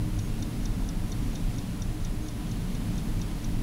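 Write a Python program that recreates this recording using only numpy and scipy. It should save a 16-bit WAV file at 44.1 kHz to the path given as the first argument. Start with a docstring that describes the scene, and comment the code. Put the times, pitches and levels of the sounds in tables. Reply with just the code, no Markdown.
"""A pocket watch ticks on a table in a quiet room, over a low rumble and a soft hiss that last throughout.
Each beat is a few small blows of the escapement, which excite the decaying modes of the case.
The rumble is noise selected by the room's modes; the microphone hiss and a faint rustle are filtered noise.
A thin electronic whine is a tone multiplied by a square wave; two short whistles are gated, rough tones."""
import sys
import numpy as np
from scipy import signal
from scipy.fft import rfft, irfft
from scipy.io import wavfile
from scipy.ndimage import uniform_filter1d

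SR = 44100
rng = np.random.default_rng(int(sys.argv[2]) if len(sys.argv) > 2 else 0)


def volts_from_db(level):
    """Convert decibel levels to linear amplitude ratios."""
    exponent = np.asarray(level, float) / 20
    return 10 ** exponent


def file_out(sig):
    """Save sig as 16-bit WAV at sys.argv[1]."""
    # one column per channel
    cols = np.atleast_2d(sig).T
    # limit, then scale
    lim = np.clip(cols, -1, 1)
    pcm = np.round(lim * 32767).astype(np.int16)
    wavfile.write(sys.argv[1], SR, pcm)


N = 159642  # length [samples]


def level(x, db):
    """Root-mean-square normalisation: scale a signal to an rms level in dB."""
    return x * volts_from_db(db) / np.sqrt(np.mean(x ** 2))


def shaped(gain):
    """Spectral shaping: white noise multiplied by a gain at each frequency."""
    spectrum = rfft(rng.standard_normal(N))
    return irfft(spectrum * gain(np.fft.rfftfreq(N, 1 / SR)), N)


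def resonance(f, hz, width_hz):
    """Resonance applied twice: the squared response, at half amplitude across about width_hz."""
    return 1 / (1 + ((f ** 2 - hz ** 2) / (width_hz * f + 1e-9)) ** 2)


def walk(rate):
    """Smoothed random process: rate fresh values per second, averaged twice, spread near 1."""
    hold = int(SR / rate)
    steps = np.repeat(rng.standard_normal(N // hold + 1), hold)
    return 1.08 * uniform_filter1d(uniform_filter1d(steps, hold), hold)[:N]


def curve(rows):
    """Linear interpolation: the columns of a table joined by straight lines in time."""
    rows = np.array(rows)
    return [np.interp(np.arange(N) / SR, rows[:, 0], col) for col in rows.T[1:]]


# room modes driven by distant rumble: (frequency [Hz], width [Hz], gain relative within its range [dB])
ROOM_MODES = [(27, 21.8, -35.5), (40.4, 11.1, -37.5), (62, 15, -47), (101.6, 14, -36), (117.5, 16.4, -40),
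              (145.7, 11.2, -44.5), (158.6, 20.3, -42.5), (180, 26, -40), (211.4, 20.6, -46.5),
              (225.1, 20.3, -43), (257.5, 14.4, -47), (269.8, 34, -51.5), (285, 10.6, -48),
              (303.3, 13, -45.5), (407, 20, -60.5), (457, 17, -63), (598, 19.4, -63), (722, 40, -65.5),
              (990, 33, -69)]
# wavering rumble: (time [s], level below 80 Hz [dB], level 80-135 Hz [dB], level 135-270 Hz [dB],
# level above 270 Hz [dB])
RUMBLE_SWELL = [(0, -31, -35, -36, -43.5), (.4, -32, -35, -36.5, -45), (.8, -31.5, -36, -36, -44.5),
                (1.02, -31, -38.5, -38, -45), (1.25, -32, -34, -35, -45), (1.6, -33.5, -36, -38, -47),
                (1.9, -28.5, -38, -38, -45), (2.3, -31.5, -40, -38.5, -43), (2.75, -32.5, -36, -35, -48),
                (3.15, -30.5, -37, -36, -45), (3.35, -29, -38.5, -38, -44.5), (3.62, -31.5, -33, -33, -44)]


def rumble():
    """Modal excitation: each room mode selects its own noise and wavers alone, in ranges of set level."""
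    edges_hz, wander_db, wander_rate_hz = (80, 135, 270), 0.8, 4.97
    ranges = np.zeros((len(edges_hz) + 1, N))
    for hz, width_hz, db in ROOM_MODES:
        gain = volts_from_db(db + wander_db * walk(wander_rate_hz))
        mode = shaped(lambda f: resonance(f, hz, width_hz))
        ranges[np.searchsorted(edges_hz, hz)] += gain * mode
    return sum(volts_from_db(db) * level(x, 0) for x, db in zip(ranges, curve(RUMBLE_SWELL)))


# broad floor of room air and microphone: (frequency [Hz], relative spectral level [dB])
HISS_SPECTRUM = [(190, -47), (320, -4.5), (500, -11.5), (990, -15.5), (1400, -18.5), (2500, -20.5),
                 (3600, -22.5), (5500, -25), (8000, -27.5), (11300, -29.5), (16000, -32.5)]


def hiss():
    """Broadband noise: a smooth spectrum, interpolated over log frequency, with a slow level wander."""
    rms_before_wander_db, wander_db, wander_rate_hz = -46, 0.51, 2.74
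    hz, db = np.array(HISS_SPECTRUM).T
    wander = volts_from_db(wander_db * walk(wander_rate_hz))
    noise = shaped(lambda f: volts_from_db(np.interp(np.log(f + 1), np.log(hz), db)))
    return wander * level(noise, rms_before_wander_db)


# faint rustle that swells in the hiss: (time [s], rms level before flicker [dB])
RUSTLE_SWELL = [(0, -66), (.3, -60), (.55, -66), (1.0, -66), (1.2, -64), (1.45, -60), (1.7, -66),
                (2.1, -65), (2.38, -66), (2.44, -58), (2.6, -60), (2.75, -63), (3.1, -62), (3.62, -63)]


def rustle():
    """Amplitude-modulated band noise: soft mid-treble noise that swells and quickly flickers."""
    centre_hz, width_hz = 3200, 2300
    flicker_db, flicker_rate_hz = 2.5, 25.04
    envelope = volts_from_db(curve(RUSTLE_SWELL)[0] + flicker_db * walk(flicker_rate_hz))
    return envelope * level(shaped(lambda f: resonance(f, centre_hz, width_hz)), 0)


def whine():
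    """Polarity modulation: a lopsided square wave splits a tone into sidebands; a resonance trims the far ones."""
    tone_hz, flip_hz, lopsided, rms_db = 10649.15, 40.335, .115, -60.6
    band_hz, band_width_hz = 10780, 1100
    t = np.arange(N) / SR
    flips = signal.square(2 * np.pi * (flip_hz * t + rng.random())) + lopsided
    spectrum = rfft(flips * np.sin(2 * np.pi * tone_hz * t))
    band = resonance(np.fft.rfftfreq(N, 1 / SR), band_hz, band_width_hz)
    return level(irfft(spectrum * band, N), rms_db)


# short whistles: (start [s], length [s], frequency [Hz], rms level while fully on [dB])
WHISTLES = [(.205, .082, 6515, -59.5), (2.218, .068, 6490, -58.5)]


def whistles():
    """Gated tone with narrowband noise: the noise around each sine makes it slightly rough."""
    rough_width_hz, rough_db, fade_s = 220, -4, .004  # roughness level is relative to the sine
    t, out = np.arange(N) / SR, 0
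    for start, length, hz, db in WHISTLES:
        gate = np.clip(np.minimum(t - start, start + length - t) / fade_s, 0, 1)
        rough = level(shaped(lambda f: resonance(f, hz, rough_width_hz)), rough_db)
        sine = np.sqrt(2) * np.sin(2 * np.pi * hz * t)
        out = out + gate * level(sine + rough, db)
    return out


# modes of the case: (frequency [Hz], relative level [dB], t60 [s])
CASE_MODES = [(3625, -9, 0.04), (3674, -8, 0.042), (4320, -10.5, 0.05), (5120, -10.5, 0.038),
              (5460, -7, 0.016), (5760, 1, 0.019), (5920, -4.5, 0.017), (6370, -14, 0.017),
              (6456, -5, 0.022), (6580, -12, .02), (9200, -11.5, 0.011), (10270, -13.5, .015)]
# drop blow of each beat, tick and tock in turn: (time [s], reference level [dB], low modes [dB],
# top modes [dB], rebounds [dB])
BEATS = [(.189, -36.5, -5, -2, 5), (0.4238, -35.5, 3, 1, 0), (0.6545, -32.5, -2, -2, 1),
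         (0.889, -32.5, 2.5, -7, -9), (1.1184, -36.5, 0, 1, 3.5), (1.3548, -34.5, -2, -2, 0.5),
         (1.5828, -35.5, -2, 0, 2.5), (1.8202, -33, -2, 0, 0.5), (2.0477, -38.5, 0, 2, 3),
         (2.2852, -33.5, -4, -4, -3), (2.5132, -40.5, 0, 5, 2), (2.7496, -40.5, -1, 1, 4),
         (2.9786, -40, 1.5, 2, 5), (3.2151, -35.5, 1, 1, -3), (3.4436, -37.5, -2.5, -1, 3.5)]
# unlock, impulse, touch, drop, two rebounds: (offset from drop [s], relative level [dB], top modes [dB],
# low modes in a tick [dB], low modes in a tock [dB])
BLOWS = [(-.0435, -19, -2, 1, 1), (-.0222, -22, 11, 0, 0), (-.003, -19, 0, 0, 0), (0, 0, 0, -10, -7),
         (.0022, -7, -2, -2, 4), (.006, -18, -5, 14, 5)]


def watch():
    """Impact excitation: every blow rings the case as a sum of exponentially decaying modes."""
    early_blows_db = -32.5  # reference level of the blows before the drop, alike in every beat
    blow_scatter_db, blow_jitter_s = 1.5, .0003  # for every blow but the drop
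    mode_scatter_db, mode_jitter = 1.3, .006  # jitter as a fraction of the mode frequency
    contact_s = 0.00098  # the ring rises linearly over this time
    out, t = np.zeros(N + SR), np.arange(SR // 12) / SR
    modes = np.array(CASE_MODES)
    mode_hz, mode_db, t60 = modes[:, 0], modes[:, 1], modes[:, 2:]
    low = mode_hz < 4800
    top = (mode_hz > 6300) & (mode_hz < 7000)
    decay = np.exp(-np.log(1000) * t / t60)
    contact = np.minimum(t / contact_s, 1)
    chance = rng.standard_normal((len(BEATS), len(BLOWS), 2 + 2 * len(modes)))
    for k, (time, drop_db, low_db, top_db, rebound_db) in enumerate(BEATS):
        for (offset, blow_db, blow_top_db, *blow_low_db), c in zip(BLOWS, chance[k]):
            not_drop = offset != 0
            if offset < 0:
                beat_db = early_blows_db
            else:
                beat_db = drop_db + low * low_db + top * top_db + (offset > 0) * rebound_db
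            strength_db = blow_db + not_drop * blow_scatter_db * c[0]
            colour_db = low * blow_low_db[k % 2] + top * blow_top_db  # even beats tick, odd beats tock
            gain = volts_from_db(beat_db + strength_db + mode_db + colour_db + mode_scatter_db * c[2::2])
            hz = mode_hz * (1 + mode_jitter * c[3::2])
            ring = gain @ (np.sin(2 * np.pi * hz[:, None] * t) * decay)
            i = int((time + offset + not_drop * blow_jitter_s * c[1]) * SR)
            out[i:i + len(t)] += ring * contact
    return out[:N]


def scene():
    """Linear superposition: all sources add into one mono channel."""
    return (rumble() + hiss() + rustle() + whine() + whistles() + watch())[None]


def roll_off(x):
    """The treble ends steeply here."""
    return signal.sosfilt(signal.butter(12, 16400, fs=SR, output="sos"), x)


def record(dry):
    """Band limitation: a steep elliptic low-pass filter removes the top above 15740 Hz."""
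    low_pass = signal.ellip(12, .1, 60, 15740, fs=SR, output="sos")  # order, ripple [dB], rejection [dB], [Hz]
    mix = signal.sosfilt(low_pass, dry)
    return roll_off(mix)


dry = scene()
out = record(dry)
file_out(out)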